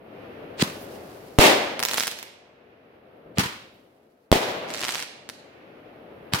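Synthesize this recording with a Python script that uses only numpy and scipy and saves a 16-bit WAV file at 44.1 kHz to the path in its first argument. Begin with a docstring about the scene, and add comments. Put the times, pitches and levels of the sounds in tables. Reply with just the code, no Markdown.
"""Fireworks at night

A firework battery fires nearby: mortar tubes whump, shells fizz upward and burst, their stars crackle.
Each burst arrives directly and off the ground, then houses throw it back and it rolls away over open
country. A distant roar lies underneath; the two bursts overload the microphone."""
import sys
import numpy as np
from scipy import signal
from scipy.fft import rfft, irfft, next_fast_len
from scipy.io import wavfile
from scipy.ndimage import map_coordinates

SR = 44100
rng = np.random.default_rng(int(sys.argv[2]) if len(sys.argv) > 2 else 0)


def to_wav(s):
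    """Save 16-bit WAV."""
    ch = np.atleast_2d(s).T  # columns
    pcm = np.round(np.clip(ch, -1, 1) * 32767)  # PCM
    wavfile.write(sys.argv[1], SR, pcm.astype(np.int16))


N = 282240


def amp(db):
    """Turn decibels into a gain."""
    return 10 ** (np.asarray(db) / 20)


def unit(x):
    """Scale a signal to an average (rms) level of 1."""
    return x / np.sqrt(np.mean(x ** 2) + 1e-20)


def along(points, hz):
    """Read between a table's (frequency, value) points, on a log frequency axis."""
    freqs, values = np.transpose(points)
    return np.interp(np.log(hz + 1), np.log(freqs), values)


def tilted(colour, slope_db):
    """Brighten a spectrum by slope_db per octave, pivoting at 600 Hz."""
    return [(hz, db + slope_db * np.log2(hz / 600)) for hz, db in colour]


def lowpass(x, hz):
    """Gently dull the sound above hz."""
    return signal.lfilter(*signal.butter(1, hz, fs=SR), x)


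def wobble(rate, size=N):
    """A smooth random curve through `rate` points a second."""
    return map_coordinates(rng.standard_normal(int(size * rate / SR) + 4), [np.arange(size) * rate / SR])


def swell(start, rise_s, fade_db_per_s):
    """A loudness curve that rises from `start` and fades steadily."""
    t = np.maximum(np.arange(N) / SR - start, 0)
    return (1 - np.exp(-(t / rise_s) ** 2)) * amp(-fade_db_per_s * t)


def add(out, start, x):
    """Mix x into out, beginning at `start` seconds."""
    i = max(round(start * SR), 0)
    out[..., i:i + x.shape[-1]] += x[..., :max(N - i, 0)]


# how alike the two microphones sound: (frequency [Hz], likeness [1 = the same])
LIKENESS = [(60, 0.9), (200, 1), (550, .5), (1100, 0), (1700, -0.11), (4000, 0)]
# which side noise and echoes lean to: (frequency [Hz], left minus right [dB])
ECHO_BALANCE = [(100, 1.5), (300, 1.5), (550, 2.5), (1000, 4.5), (2000, -3), (4000, -0.5), (14000, -1.5)]
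def diffuse(colour, size=N, balance=ECHO_BALANCE):
    """Stereo noise from all sides: alike in the bass, unrelated in the treble."""
    hz = np.fft.rfftfreq(size, 1 / SR)
    width = np.arccos(np.clip(along(LIKENESS, hz), -1, 1)) / 2
    spectra = rfft(rng.standard_normal((2, size))) * amp(along(colour, hz))
    mid, side = spectra * [np.cos(width), np.sin(width)]
    lean = amp(along(balance, hz) / 2)
    return unit(irfft([(mid + side) * lean, (mid - side) / lean], size))


def echo(colour, decay, rise_s, lumps_db):
    """Two seconds of scattered reflections; each frequency dies away at its own rate."""
    size = 2 * SR
    hz, frame_s, spectra = signal.stft(diffuse(colour, size), SR, nperseg=256)
    fade = amp(-60 * frame_s / along(decay, hz)[:, None])
    tail = signal.istft(spectra * fade, SR, nperseg=256)[1][:, :size]
    t = np.arange(size) / SR
    return tail * (1 - np.exp(-(t / rise_s) ** 2)) * amp(lumps_db * wobble(70, size))


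def shock(length_s):
    """A sudden push followed by a pull: the pressure wave of a small charge."""
    age = np.arange(SR // 20) / SR / length_s
    wave = np.sin(np.pi * age) * np.exp(-(age / 2) ** 4) * np.exp(-age / 6)
    return signal.lfilter(*signal.butter(1, min(0.023 / length_s, 2000), 'highpass', fs=SR), wave)


def snap(life_s, top_hz):
    """A brief splinter of noise, different at each microphone."""
    t = np.arange(SR // 20) / SR
    noise = lowpass(rng.standard_normal((2, len(t))), top_hz)
    return unit(noise) * np.exp(-t / life_s)


# dips in the background: (time of the lowest point [s], depth [dB])
ROAR_DIPS = [(2.35, 18), (4.22, 21.5)]
def roar_level(sink_db_per_s=13, recover_db_per_s=8.5):
    """The background swells up at the start, then twice sinks and creeps back."""
    t = np.arange(N) / SR
    dips = [depth_db - np.maximum(sink_db_per_s * (lowest - t), recover_db_per_s * (t - lowest))
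            for lowest, depth_db in ROAR_DIPS]
    opening_db = 8.5 * np.exp(-t / 0.2)
    return amp(-np.maximum(np.max(dips, axis=0), 0) - opening_db)


# tone of the roar and of the far crackle: (frequency [Hz], level [dB])
ROAR_COLOUR = [(15, -49.5), (25, -28), (97, -8.5), (180, -7.5), (242, -4), (503, -2), (677, -5.5),
               (988, -15), (1190, -15.5), (1650, -18.5), (2760, -24.5), (6210, -53.5), (7310, -59),
               (12200, -44), (16000, -51)]
WASH_COLOUR = [(400, -22), (1200, -1.5), (2600, -3), (3600, -12.5), (5500, -24), (8000, -39)]
# which side the far rumble leans to: (frequency [Hz], left minus right [dB])
ROAR_BALANCE = [(60, -1), (550, 4), (1650, 1), (5000, -14), (15000, -12)]
# waves of far crackle: (time [s], level [dB])
WASHES = [(-.05, -44), (2.3, -41), (5.2, -39)]
def roar():
    """A distant roar, and above it crackle that distance has blurred to a wash."""
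    low = amp(-40 + 0.46 * wobble(25)) * diffuse(ROAR_COLOUR, balance=ROAR_BALANCE)
    waves = sum(amp(db) * swell(start, rise_s=0.24, fade_db_per_s=18) for start, db in WASHES)
    wash = waves * amp(0.72 * wobble(28)) * diffuse(WASH_COLOUR)
    return roar_level() * (low + wash)


# dull, distant shots: (time [s], level [dB])
FAR_SHOTS = [(.42, -46), (3.25, -50)]
# their tone: (frequency [Hz], level [dB])
FAR_COLOUR = [(40, -12.5), (100, -0.5), (420, -1), (900, -12.5), (2500, -32.5), (6000, -60.5)]
def far_shots():
    """Other fireworks, far away, swell into the roar as a soft rumble."""
    rolls = sum(amp(db) * swell(start, rise_s=0.01, fade_db_per_s=27.5) for start, db in FAR_SHOTS)
    return rolls * diffuse(FAR_COLOUR, balance=ROAR_BALANCE)


# climbing shells: (time [s], burn length [s], level [dB])
COMETS = [(.63, .76, -49), (3.4, .92, -67)]
# flare-ups of their tails: (time [s], level [dB])
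FLARES = [(.83, -48.5), (3.61, -71), (3.75, -70.5)]
# tone of the fizz: (frequency [Hz], level [dB])
FIZZ_COLOUR = [(300, -15), (2000, -7), (4500, -2.5), (7500, -10), (11500, -7), (15000, -9.5)]
def comets():
    """The burning tail of a shell fizzes and spits as it climbs away, and now and then flares up."""
    t = np.arange(N) / SR
    burn = sum(amp(db) * swell(start, rise_s=0.02, fade_db_per_s=12.5) * (t < start + burn_s)
               for start, burn_s, db in COMETS)
    flare = sum(amp(db) * np.exp(-((t - peak) / 0.031) ** 2) for peak, db in FLARES)
    spits = unit(amp(2 * wobble(1000)) * diffuse(FIZZ_COLOUR))
    bright_fizz = diffuse(tilted(FIZZ_COLOUR, slope_db=10))
    return amp(1.3 * wobble(25)) * (burn * spits + flare * bright_fizz)


# soft thuds: (time [s], level [dB])
THUDS = [(.596, -26), (3.373, -23.5), (6.323, -29.5)]
# their tone: (frequency [Hz], level [dB])
THUD_COLOUR = [(40, -8), (150, -4), (420, 0), (900, -12), (3000, -12), (7000, -43)]
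def thuds():
    """A short dull knock comes a moment before each tube fires."""
    out, t = np.zeros((2, N)), np.arange(SR // 20) / SR
    knock = np.exp(-((t - 0.005) / 0.0031) ** 2)
    for start, db in THUDS:
        add(out, start - 0.002, amp(db) * knock * diffuse(THUD_COLOUR, len(t)))
    return out


# mortar shots: (time [s], crack [dB], whump [dB], whump pitch [Hz], echo [dB],
#   hiss [dB], hiss length [s], hiss growth [dB], returning whump [dB])
LAUNCHES = [(0.6242, -5, 0.5, 214, -31, -14.5, 0.049, 34.5, -25),
            (3.3843, -4.5, -2.5, 146, -22.5, -46, 0.027, 7, -21),
            (6.336, -1.5, -9, 138, -25.5, -33.5, 0.014, 14, -32)]
# tone of their hiss and of their echoes: (frequency [Hz], level [dB])
HISS_COLOUR = [(100, -5), (400, -7.5), (1000, -11), (2500, -4), (4500, -4.5), (6000, -14), (9000, -13),
               (11000, -40), (15000, -21)]
LAUNCH_COLOUR = [(25, -25), (90, -6.5), (170, 1), (320, -4.5), (600, -10.5), (1050, 0), (1700, -3.5),
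                 (2400, -5.5), (4200, -7.5), (7000, -13.5), (15000, -21)]
# how long they echo: (frequency [Hz], time to fade by 60 dB [s])
LAUNCH_DECAY = [(60, 0.2), (250, 0.58), (1200, 0.56), (3000, 0.71), (7000, 0.49), (14000, .42)]
# house fronts that answer each shot: (delay [s], level [dB])
HOUSE_FRONTS = [(.008, 6.5), (.019, 1), (0.049, -1), (.072, -3.5)]
def launches():
    """A hiss swells into the muzzle crack, the tube gives one low whump and the houses answer."""
    out, t = np.zeros((2, N)), np.arange(SR // 20) / SR
    knock = np.exp(-t / 0.0088) * (1 - np.exp(-t / 0.002))
    for start, crack_db, whump_db, hz, echo_db, hiss_db, hiss_s, growth_db, return_db in LAUNCHES:
        hiss = diffuse(HISS_COLOUR, SR // 10)
        countdown = np.arange(SR // 10)[::-1] / SR / hiss_s
        add(out, start - 0.1, hiss * amp(hiss_db - growth_db * countdown) / (1 + countdown ** 10))
        crack = shock(length_s=0.00014) + amp(-8) * snap(life_s=0.0015, top_hz=3500)
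        add(out, start, amp(crack_db) * crack * amp([[-1.5], [1.5]]))  # a little to the right
        ring = np.sin(2 * np.pi * hz * t) * np.exp(-t * hz / 0.44)
        whump = signal.lfilter(*signal.butter(2, hz * 0.67, 'highpass', fs=SR), ring)
        add(out, start + 0.0012, -amp(whump_db) * whump)
        tail = echo(LAUNCH_COLOUR, LAUNCH_DECAY, rise_s=0.005, lumps_db=-0.5)
        add(out, start, amp(echo_db - 1) * tail)
        for delay_s, db in HOUSE_FRONTS:
            add(out, start + delay_s, amp(echo_db + db + 3) * knock * diffuse(LAUNCH_COLOUR, len(t)))
            add(out, start + delay_s, amp(return_db) * whump)
    return out


def star(length_s, spread_s=0.00016):
    """One tiny shock with a papery edge; its place in the sky sets which microphone hears it first."""
    length_s *= np.exp(rng.standard_normal() / 6)
    pop = shock(length_s) + amp(-7) * shock(length_s * 1.91)
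    edge = signal.lfilter([1, -1], [1, -0.93], snap(life_s=0.0007, top_hz=10000))
    pair = pop + amp(-8) * edge
    left, right = pair / np.abs(signal.hilbert(pair)).max() * amp([[-2], [0]])
    lag = int(np.clip(rng.normal(0, spread_s) * SR, -20, 20))
    return np.array([np.roll(left, max(lag, 0)), np.roll(right, max(-lag, 0))])


def cloud(start, end, peak_db, count=150, loudest_at=0.58):
    """A cloud of small popping stars that grows louder, then fades."""
    out = np.zeros((2, N))
    for k, (jitter, size) in enumerate(rng.random((count, 2))):
        progress = (k + 3 * jitter) / (count + 2)
        db = peak_db - 9.5 * (2 * (progress - loudest_at)) ** 2 + 10 * (size ** 3 - 1)
        add(out, start + progress * (end - start), amp(db) * star(length_s=0.0001, spread_s=0.00015))
    return out


# tone of the stars' echoes: (frequency [Hz], level [dB])
CRACKLE_COLOUR = [(40, -30), (200, -9), (600, -7), (1300, -3.5), (2300, 0), (4200, 2), (7000, -1),
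                  (15000, 6)]
def scatter(x, decay, rise_s):
    """The crackle as the surroundings throw it back."""
    tail = echo(CRACKLE_COLOUR, decay, rise_s, lumps_db=0.8)
    return signal.fftconvolve(x, tail / np.linalg.norm(tail[0]), axes=1)[:, :N]


# each shell's cloud of stars: (start [s], end [s], level [dB], dulled above [Hz])
CLOUDS = [(1.829, 2.092, -12, 20200), (4.679, 5.045, -9, 9700)]
# the loudest single stars: (time [s], level before the lift [dB], ground bounce [dB])
POPS = [(1.7938, -12, -1.5), (1.8277, -8.5, 0), (1.8514, -7, -6.5), (1.8862, -11.5, -3), (1.913, -12, -14),
        (1.935, -8.5, -2.5), (1.974, -11, 2.5), (1.9775, -12, -8), (1.999, -9.5, 1), (2.0274, -14.5, 1.5),
        (2.0705, -12, -0.5), (2.1137, -20.5, -4), (2.1888, -24, -4), (2.2283, -22, -16),
        (4.7038, -20.5, -12), (4.7389, -16, -1), (4.807, -18.5, 2), (4.8276, -17, 3), (4.8427, -14.5, 1),
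        (4.8835, -11, -3), (4.9474, -12.5, -2), (4.9937, -19, 0), (5.0254, -16.5, -10), (5.2906, -19.5, -2)]
# quick scatter off the gardens, and the lingering echo: (frequency [Hz], time to fade by 60 dB [s])
GARDEN_DECAY = [(200, 0.14), (2500, 0.058), (14000, 0.07)]
LINGER_DECAY = [(200, 0.33), (2500, 0.86), (5000, 0.69), (8000, 0.58), (14000, 0.26)]
def crackle(lift_db=7.5, ground_lag_s=0.008):
    """Stars pop singly and in clouds; a brief scatter follows each, and a faint hissing echo lingers."""
    shells = [cloud(start, end, db) for start, end, db, _ in CLOUDS]
    for start, db, ground_db in POPS:
        shell = shells[np.argmin([abs(start - row[0]) for row in CLOUDS])]
        add(shell, start, amp(db + lift_db) * star(length_s=0.0001))
        add(shell, start + ground_lag_s, amp(db + lift_db + ground_db) * star(length_s=0.00013))
    # the air dulls the stars of the farther shell
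    stars = sum(lowpass(shell, hz) for shell, (*_, hz) in zip(shells, CLOUDS))
    gardens = amp(-4.5) * scatter(stars, GARDEN_DECAY, rise_s=0.0016)
    lingering = amp(-10) * scatter(stars, LINGER_DECAY, rise_s=0.022)
    return stars + gardens + lingering


def blast(length_s):
    """A jump in pressure, its fall, and the longer suction behind it."""
    age = np.arange(SR // 20) / SR / length_s
    return (1 - age) * np.exp(-age)


# tone of a burst's echo off the houses: (frequency [Hz], level [dB])
HOUSE_COLOUR = [(25, -41.5), (80, -27), (160, -13.5), (300, -3.5), (620, 0), (900, -4.5), (1350, -10.5),
                (2100, -7.5), (3800, -12), (6000, -20), (15000, -31)]
def house_echoes(bright_db, air_hz=7500, air_loss_db_per_s=69.5):
    """One second of dense reflections; the air takes away their highest treble."""
    t = np.arange(SR) / SR
    noise = diffuse(tilted(HOUSE_COLOUR, bright_db), SR) * amp(0.53 * wobble(330, SR))
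    dull = signal.sosfiltfilt(signal.butter(2, air_hz, fs=SR, output='sos'), noise)
    return dull + (noise - dull) * amp(6.5 - air_loss_db_per_s * t)


# bursting shells: (time [s], level [dB], blast length [s], ground delay [s], ground bounce [dB],
#   house echo [dB], its rise [s], its hold [s], its time to fade by 60 dB [s], far roll [dB],
#   echo brightness [dB per octave], big wall delay [s], its spread [s], its lift [dB])
BURSTS = [(1.387, 3.5, .0015, .0063, -7, -12, 0.0085, 0.081, 0.59, -19, 0.1, .065, .03, 1),
          (4.3166, -2, 0.0023, .0098, 4, -24, 0.002, 0.033, 0.12, -21.5, -0.47, 0.0305, 0.0069, 3)]
# tone of the far roll: (frequency [Hz], level [dB])
ROLL_COLOUR = [(25, -38), (100, -18.5), (300, -7.5), (600, -1.5), (850, -5.5), (1300, -10.5), (2200, -10),
               (4000, -11.5), (7000, -17.5), (15000, -25)]
# how long it rolls: (frequency [Hz], time to fade by 60 dB [s])
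ROLL_DECAY = [(60, 1.9), (250, 1.9), (600, 1.765), (2500, 1.61), (5000, 0.93), (8000, 0.67), (14000, 0.72)]
def bursts():
    """A blast wave and its bounce off the ground, dense echoes from the houses, then the far roll."""
    out, t = np.zeros((2, N)), np.arange(SR) / SR
    for (start, db, length_s, lag_s, ground_db, house_db, rise_s, hold_s, fade_s,
         roll_db, bright_db, wall_s, spread_s, wall_db) in BURSTS:
        front = amp(-3.5) * shock(length_s=0.00026) + amp(-12) * snap(life_s=0.0025, top_hz=9000)
        add(out, start, amp(db) * front)
        # the overdriven right microphone swings back more slowly than the left
        swing = -np.array([blast(length_s * 1.1), blast(length_s * 3.1)])
        add(out, start + 0.0005, amp(db) * swing)
        # soft ground rounds off the reflected wave
        bounce = shock(length_s=0.00097) + amp(-12) * snap(life_s=0.0049, top_hz=1500)
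        add(out, start + lag_s, amp(db + ground_db) * bounce)
        add(out, start + lag_s + 0.00078, amp(db + ground_db - 13) * swing)
        # the biggest wall lifts the echoes once more and returns a dull boom
        envelope = (1 - np.exp(-t / rise_s)) * amp(-60 * np.maximum(t - hold_s, 0) / fade_s)
        big_wall = amp(wall_db * np.exp(-((t - wall_s) / spread_s) ** 2))
        add(out, start + lag_s, amp(house_db) * envelope * big_wall * house_echoes(bright_db))
        add(out, start + lag_s + wall_s, amp(db + ground_db - 11.5) * shock(length_s=0.0014))
        roll = echo(tilted(ROLL_COLOUR, bright_db), ROLL_DECAY, rise_s=0.011, lumps_db=1)
        add(out, start, amp(roll_db) * roll)
    return out


def scene():
    """All sources at the two microphones."""
    return roar() + comets() + thuds() + launches() + bursts() + crackle() + far_shots()


def record(dry, bass_hz=30, top_hz=16100):
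    """The microphone loses the deepest bass, flattens the blasts and cuts the highest treble."""
    x = signal.lfilter(*signal.butter(1, bass_hz, 'highpass', fs=SR), dry)
    flattened = x / (1 + np.abs(x) ** 8) ** (1 / 8)
    size = next_fast_len(N + SR // 2)
    treble_cut = 1 / (1 + (np.fft.rfftfreq(size, 1 / SR) / top_hz) ** 90)
    return irfft(rfft(flattened, size) * treble_cut, size)[:, :N]


dry = scene()
out = record(dry)
to_wav(out)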